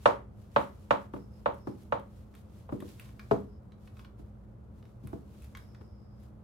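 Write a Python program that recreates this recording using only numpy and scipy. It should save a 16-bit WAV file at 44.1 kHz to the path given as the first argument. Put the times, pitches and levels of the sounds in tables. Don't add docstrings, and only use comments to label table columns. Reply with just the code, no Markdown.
import sys
import numpy as np
from scipy import signal
from scipy.fft import rfft, irfft
from scipy.io import wavfile
from scipy.ndimage import uniform_filter1d

SR = 44100
rng = np.random.default_rng(int(sys.argv[2]) if len(sys.argv) > 2 else 0)


def waveform_to_disk(signal):
    frames = np.transpose(np.atleast_2d(signal))
    scaled = np.clip(frames, -1, 1) * 32767
    samples = np.round(scaled).astype(np.int16)
    wavfile.write(sys.argv[1], SR, samples)


N = 283563
TIME = np.arange(N) / SR
FFT_SIZE = 4096
HZ = np.fft.rfftfreq(FFT_SIZE, 1 / SR)

# (time [s], knock [dB], contact cut-off [Hz], thud [dB], grit [dB], pan L-R [dB],
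# near-wall round trip [s], tile pitch [Hz])
FOOTFALLS = [(0.0594, -8.5, 1393, -28, -25.5, 1, 0.0039, 577),
             (0.564, -12, 1430, -21, -35, 0.5, 0.0044, 568),
             (0.9097, -12, 1510, -23, -31.5, -0.5, 0.0039, 570),
             (1.1390, -36.5, 1050, -27.5, -70, 6, 0.0034, 580),
             (1.1640, -46, 1220, -35.5, -64, -3.5, 0.0037, 545),
             (1.461, -18, 1110, -31.5, -44, 0, 0.0039, 570), (1.6731, -35, 690, -24, -48, 5, 0.00344, 515),
             (1.9248, -19, 1180, -29.5, -42.5, 0, 0.0039, 564),
             (2.693, -40.5, 900, -46, -77, 3, 0.0048, 547),
             (2.7252, -34, 428, -22.5, -70, 5.5, 0.00323, 364),
             (2.8245, -43.5, 810, -31, -56, 9, 0.00336, 427),
             (3.3133, -18, 537, -15.5, -36, 4.5, .0046, 411),
             (4.195, -54, 500, -42.5, -72, -3, 0.0034, 410), (5.039, -50.5, 70.6, -36, -75, 3, 0.0086, 410),
             (5.132, -39, 465, -28.5, -73, 0, 0.003, 414), (5.8130, -51.5, 1495, -45.5, -67, 7, .004, 558)]
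# (frequency [Hz], level [dB])
CLOTH_SPECTRUM = [(600, -3.5), (1500, 2.5), (3000, 3), (5000, 0.5), (8000, -2), (13000, -2), (16000, -8.5)]


def from_db(db):
    return 10 ** (np.asarray(db) / 20)


def unit_rms(x):
    return x / np.sqrt(np.mean(x ** 2) + 1e-20)


def at_hz(rows, hz, column=1):
    table = np.array(rows)
    return np.interp(np.log(np.maximum(hz, 1)), np.log(table[:, 0]), table[:, column])


def delay(time_s):
    return np.exp(-2j * np.pi * HZ * time_s)


def add(out, time_s, sound):
    start = max(round(time_s * SR), 0)
    part = sound[..., :N - start]
    out[..., start:start + part.shape[-1]] += part


def swell(time_s, hold_s, attack_s, release_s, shape=1):
    before = np.maximum(time_s - TIME, 0) / attack_s
    after = np.maximum(TIME - time_s - hold_s, 0) / release_s
    return np.exp(-np.minimum(before + after, 10) ** shape)


def pulse(colour_db):
    cepstrum = irfft(np.log(from_db(colour_db)))
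    cepstrum[1:FFT_SIZE // 2] *= 2
    cepstrum[FFT_SIZE // 2 + 1:] = 0
    spectrum = np.exp(rfft(cepstrum))
    return spectrum / np.abs(irfft(spectrum)).max()


def stereo_noise(spectrum, coherent_hz):
    hz = np.fft.rfftfreq(N, 1 / SR)
    mid, side = rfft(rng.standard_normal((2, N)))
    coherence = 1 / (1 + (hz / coherent_hz) ** 2)
    ears = np.sqrt(1 + coherence) * mid + np.sqrt(1 - coherence) * side * [[1], [-1]]
    return unit_rms(irfft(ears * from_db(at_hz(spectrum, hz)), N))


def house(noise_db, low_cut_hz):
    # (frequency [Hz], relative density [dB])
    noise_spectrum = [(13, -74.5), (22, -44), (59, -1), (118, -5.5), (147, -13.5), (210, -10.5),
                      (235, -18.5), (396, -22.5), (550, -23), (667, -28), (1330, -35), (1650, -43.5),
                      (1850, -46), (4840, -65), (15800, -75)]
    # (frequency [Hz], rms level [dB])
    hum_tones = [(118.4, -60.5), (209.9, -60.5), (328.4, -75.5)]
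    air = from_db(noise_db) * stereo_noise(noise_spectrum, coherent_hz=325)
    air = signal.sosfilt(signal.butter(3, low_cut_hz, "high", fs=SR, output="sos"), air)
    hum = sum(from_db(db) * np.sin(2 * np.pi * (hz * TIME + rng.random())) for hz, db in hum_tones)
    return air + np.sqrt(2) * hum


def air_path(dip_db, dip_hz):
    octaves = np.log2(np.maximum(HZ, 1) / dip_hz)
    return from_db(dip_db * np.exp(-octaves ** 2 / 2))


def bending_wave(gain, travel_s, air_s, top_hz, left_lag_s):
    khz = np.maximum(HZ, 1) / 1000
    mortar_khz = 0.5
    delay_s = 2 * travel_s * (np.sqrt(khz + mortar_khz) - np.sqrt(mortar_khz)) / khz - air_s
    radiated = khz ** 2 / (khz ** 2 + 0.099) / (1 + (HZ / top_hz) ** 4)
    return gain * radiated * np.array([delay(delay_s + left_lag_s), delay(delay_s)])


def micro_slips(t60_s):
    burst = rng.standard_normal(FFT_SIZE) * rng.exponential(1, FFT_SIZE)
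    burst *= from_db(-60 * TIME[:FFT_SIZE] / t60_s)
    return rfft(burst / np.linalg.norm(burst))


def near_walls(trip_s, dull_hz):
    left_echoes = [(.42, 0.094), (.55, 0.21), (1.0, 0.53), (1.54, 0.53), (2.02, 0.083)]
    right_echoes = [(.47, 0.12), (0.902, 1), (1.069, 0.15), (1.272, 0.31), (2.051, 0.55)]
    lowpass = 1 / (1 + 1j * HZ / dull_hz)
    return np.array([1 + lowpass * sum(gain * delay(trips * trip_s) for trips, gain in ear)
                     for ear in (left_echoes, right_echoes)])


def steps(thud_send_db):
    # (frequency [Hz], level [dB])
    knock_spectrum = [(100, -30.5), (250, -12), (440, -3), (570, -4.5), (720, -6), (950, -5.5),
                      (1280, -2.5), (1600, -10), (2300, -9), (3100, -6), (4000, -7), (5300, -29.5),
                      (7000, -30), (12000, -29)]
    # (frequency [Hz], level [dB])
    thud_spectrum = [(40, -33.5), (100, -12), (190, -3.5), (300, 0.5), (430, -0.5), (650, -9), (1200, -32),
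                     (3000, -54)]
    # (frequency [Hz], level [dB])
    grit_spectrum = [(500, -21.5), (2000, 5.5), (3500, 9), (7000, 1.5), (12000, -10.5), (16000, -17.5)]
    # (ratio to tile pitch, width [Hz], lift [dB])
    tile_modes = [(1.0, 75, 9), (1.599, 69.9, 7), (2.0, 110, 1.5), (2.33, 109.1, -0.5)]
    near, send = np.zeros((2, N)), np.zeros(N)
    lead_s = 0.01
    paths = air_path(dip_db=-7.5, dip_hz=730) + bending_wave(
        gain=2.8, travel_s=0.0066, air_s=0.0062, top_hz=2400, left_lag_s=0.00024)
    for time_s, knock_db, contact_hz, thud_db, grit_db, pan_db, trip_s, tile_hz in FOOTFALLS:
        contact_db = -10 * np.log10(1 + (HZ / contact_hz) ** 4)
        ring_db = sum(lift_db / (1 + (2 * (HZ - ratio * tile_hz) / width_hz) ** 2)
                      for ratio, width_hz, lift_db in tile_modes)
        knock = from_db(knock_db) * pulse(at_hz(knock_spectrum, HZ) + contact_db + ring_db)
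        thud = from_db(thud_db) * pulse(at_hz(thud_spectrum, HZ) + contact_db)
        grit = from_db(grit_db) * pulse(at_hz(grit_spectrum, HZ))
        direct = (knock + grit * micro_slips(t60_s=0.005)) * paths + thud
        at_ears = direct * near_walls(trip_s, dull_hz=10900)
        to_room = knock + grit + from_db(thud_send_db) * thud
        pan = from_db([[pan_db / 2], [-pan_db / 2]])
        add(near, time_s - lead_s, irfft(at_ears * delay(lead_s)) * pan)
        add(send, time_s - lead_s, irfft(to_room * delay(lead_s)))
    return near, send


def hallway(send, build_s, gap_s, coherent_hz):
    # (frequency [Hz], level re direct [dB], t60 [s])
    reverb = [(80, 13.5, 0.15), (199, 5.5, 0.35), (400, 4, 0.4), (660, 5.5, 0.057), (981, 5.5, 0.25),
              (2580, -1.5, 0.32), (4886, 1.5, 0.19), (14600, -2, 0.3)]
    # (frequency [Hz], level [dB], t60 [s])
    standing_waves = [(124.1, -60.5, 0.3), (200.1, -45.5, 0.44), (241, -50, 0.1), (375.3, -51.5, 0.45),
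                      (413.6, -54.5, 0.41), (479, -51, 0.26), (542.5, -45.5, 0.22), (840, -56, 0.1),
                      (887, -47.5, .26), (975, -51.5, 0.25), (1115, -58, 0.33)]
    t = TIME[:SR]
    hz = np.fft.rfftfreq(SR, 1 / SR)
    bands_hz = np.geomspace(60, 15360, 9)
    modes_hz = np.arange(40, 16000, 9)
    modes_hz += rng.integers(-3, 4, len(modes_hz))
    phase_cycles = rng.random(len(modes_hz))
    skew_cycles = rng.uniform(-0.82, 1, len(modes_hz)) / 4 * np.minimum(modes_hz / coherent_hz, 2)
    modes = np.zeros((2, len(hz)), complex)
    modes[:, modes_hz] = np.exp(2j * np.pi * (phase_cycles + skew_cycles * [[1], [-1]] / 2))
    modes = rfft(unit_rms(irfft(modes, SR))) * from_db(at_hz(reverb, hz))
    build = 1 - np.exp(-np.maximum(t - gap_s, 0) / build_s)
    response = np.zeros((2, SR))
    for band_hz, weights in zip(bands_hz, np.eye(len(bands_hz))):
        band = irfft(modes * at_hz(np.c_[bands_hz, weights], hz), SR)
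        envelope = build * from_db(-60 * t / at_hz(reverb, band_hz, column=2))
        response += band * envelope / np.linalg.norm(envelope)
    ear_lag_s = np.array([[0.0004], [0]])
    for mode_hz, db, t60_s in standing_waves:
        phase = 2 * np.pi * (rng.random() - mode_hz * ear_lag_s)
        response += build * from_db(db - 60 * t / t60_s) * np.sin(2 * np.pi * mode_hz * t + phase)
    return signal.fftconvolve(send[None], response, axes=1)[:, :N]


def fibres(clicks_per_s):
    sizes = from_db(3.7 * np.minimum(rng.exponential(1, N), 3)) * rng.choice([-1, 1], N)
    clicks = (rng.random(N) < clicks_per_s / SR) * sizes * rng.uniform(0.45, 1, (2, N))
    colour = from_db(at_hz(CLOTH_SPECTRUM, np.fft.rfftfreq(N, 1 / SR)))
    return unit_rms(irfft(rfft(clicks) * colour, N))


def leggings(rest_db, shake_db, grain_db, catch_db, fibre_db):
    # (centre [s], peak [dB], half length [s])
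    brushes = [(0.06, -61.5, 0.071), (0.424, -72, 0.056), (0.61, -62, 0.076), (0.82, -72, 0.18),
               (1.02, -70, .05), (1.39, -73, 0.084), (1.577, -72, 0.065), (1.814, -68, 0.056),
               (2.186, -72.5, 0.11), (2.387, -69, 0.056), (2.58, -70, 0.1), (2.897, -60.5, 0.058),
               (3.03, -63.5, 0.1), (3.27, -70.5, 0.12), (3.861, -71, 0.05), (3.996, -69.5, 0.06),
               (4.196, -73, 0.015), (4.792, -76, 0.029), (4.89, -79, 0.13), (5.09, -73, .05),
               (5.385, -69.5, 0.12), (5.443, -66.5, 0.031), (5.58, -71, 0.15), (6.237, -73, 0.059)]
    grain = unit_rms(uniform_filter1d(rng.standard_normal(N), size=40))
    catch = unit_rms(uniform_filter1d(rng.standard_normal(N), size=700))
    power = from_db(rest_db) ** 2
    for time_s, db, half_s in brushes:
        power += (from_db(db) * swell(time_s, 0, half_s, half_s, shape=1.4)) ** 2
    for time_s, _, _, thud_db, *_ in FOOTFALLS:
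        shake = swell(time_s, 0, attack_s=0.0088, release_s=0.076)
        power += (from_db(shake_db + 0.5 * thud_db) * shake) ** 2
    rub = stereo_noise(CLOTH_SPECTRUM, coherent_hz=800)
    clicks = from_db(fibre_db) * fibres(clicks_per_s=700)
    return np.sqrt(power) * from_db(grain_db * grain + catch_db * catch) * (rub + clicks)


def whistle(width_hz, sag_hz_per_s, fade_db_per_s, edge_s):
    # (start [s], length [s], level [dB], pitch [Hz])
    whistles = [(1.205, .04, -78.5, 5230), (1.34, 0.046, -77, 5130), (1.62, .1, -76, 5300),
                (3.516, 0.046, -80, 5150), (5.612, 0.64, -75, 5240)]
    lowpass = signal.butter(2, width_hz / 2, fs=SR, output="sos")
    waver = unit_rms(signal.sosfilt(lowpass, rng.standard_normal((2, N))))
    tones = np.zeros(N)
    for start_s, length_s, db, hz in whistles:
        age_s = TIME - start_s
        pitch_hz = hz - sag_hz_per_s * age_s
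        gate = swell(start_s, length_s, edge_s, edge_s, shape=1.654)
        tones += from_db(db - fade_db_per_s * age_s) * gate * np.sin(2 * np.pi * np.cumsum(pitch_hz) / SR)
    return np.sqrt(2) * waver * tones


def straps(creak_share, buckle_t60_s):
    # (time [s], creak [dB], snap [dB], buckle ring [dB], ring pitch [Hz])
    ticks = [(1.5443, -58, -47, -68, 2280), (1.833, -71, -49, -67, 3480), (1.9962, -51, -47, -64, 2330),
             (2.341, -49.5, -68, -62, 2440), (2.3516, -49, -41.5, -78, 2640),
             (2.8036, -42, -36.5, -74, 2600), (2.9972, -42, -33.5, -39, 2700), (3.023, -49, -64, -66, 2320),
             (3.0564, -47, -54, -61, 2320), (3.0907, -50, -68, -56, 2290), (3.195, -37.5, -44, -42, 2380),
             (3.721, -51.5, -71, -59, 4020), (3.8747, -47, -54, -61, 2600), (3.9693, -48.5, -57, -61, 2560),
             (3.9938, -42.5, -51, -55, 2580), (4.048, -44.5, -50, -58, 2600),
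             (4.8274, -53.5, -66, -66.5, 3020), (4.854, -53, -60, -75, 3070),
             (5.0728, -46.5, -38, -78, 2560), (5.4215, -56, -44, -58, 2620), (5.444, -54, -43, -58, 2720),
             (5.5505, -35.5, -61, -39.5, 2220), (5.5715, -38.5, -36, -59, 1580),
             (5.7473, -46.5, -65, -59, 2350), (6.2349, -66.5, -52.5, -79, 2580)]
    # (frequency [Hz], level [dB])
    leather_spectrum = [(400, -58.5), (1100, 4.5), (1500, 0), (2050, -4.5), (2700, -6.5), (3300, -3.5),
                        (4500, -10), (7000, -17.5), (15000, -36)]
    # (frequency [Hz], level [dB])
    snap_spectrum = [(1500, -2), (4000, -9), (7000, 0), (11000, 3), (14000, 0), (16000, -8)]
    near, send = np.zeros((2, N)), np.zeros(N)
    t = TIME[:FFT_SIZE]
    walls = near_walls(trip_s=0.003, dull_hz=1800)
    leather, snap = pulse(at_hz(leather_spectrum, HZ)), pulse(at_hz(snap_spectrum, HZ))
    for time_s, creak_db, snap_db, ring_db, ring_hz in ticks:
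        slip = np.sqrt(1 - creak_share) + np.sqrt(creak_share) * micro_slips(t60_s=0.03)
        buckle = rfft(np.sin(2 * np.pi * ring_hz * t) * from_db(ring_db - 60 * t / buckle_t60_s))
        tick = (from_db(creak_db) * leather + from_db(snap_db) * snap) * slip + buckle
        add(near, time_s, irfft(tick * walls))
        add(send, time_s, irfft(tick))
    return near, send


def scene():
    step_near, step_send = steps(thud_send_db=-4.5)
    strap_near, strap_send = straps(creak_share=0.64, buckle_t60_s=0.012)
    room = hallway(step_send + from_db(-4.5) * strap_send, build_s=0.002, gap_s=0.0048, coherent_hz=150)
    cloth = leggings(rest_db=-84.5, shake_db=-54.5, grain_db=-1.25, catch_db=0.74, fibre_db=-10.5)
    background = house(noise_db=-50, low_cut_hz=35)
    whistling = whistle(width_hz=420, sag_hz_per_s=330, fade_db_per_s=14, edge_s=0.03)
    return step_near + strap_near + room + cloth + background + whistling


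def record(dry):
    cutoff_hz = 15850
    return signal.sosfilt(signal.ellip(10, 0.1, 70, cutoff_hz, fs=SR, output="sos"), dry)


dry = scene()
out = record(dry)
waveform_to_disk(out)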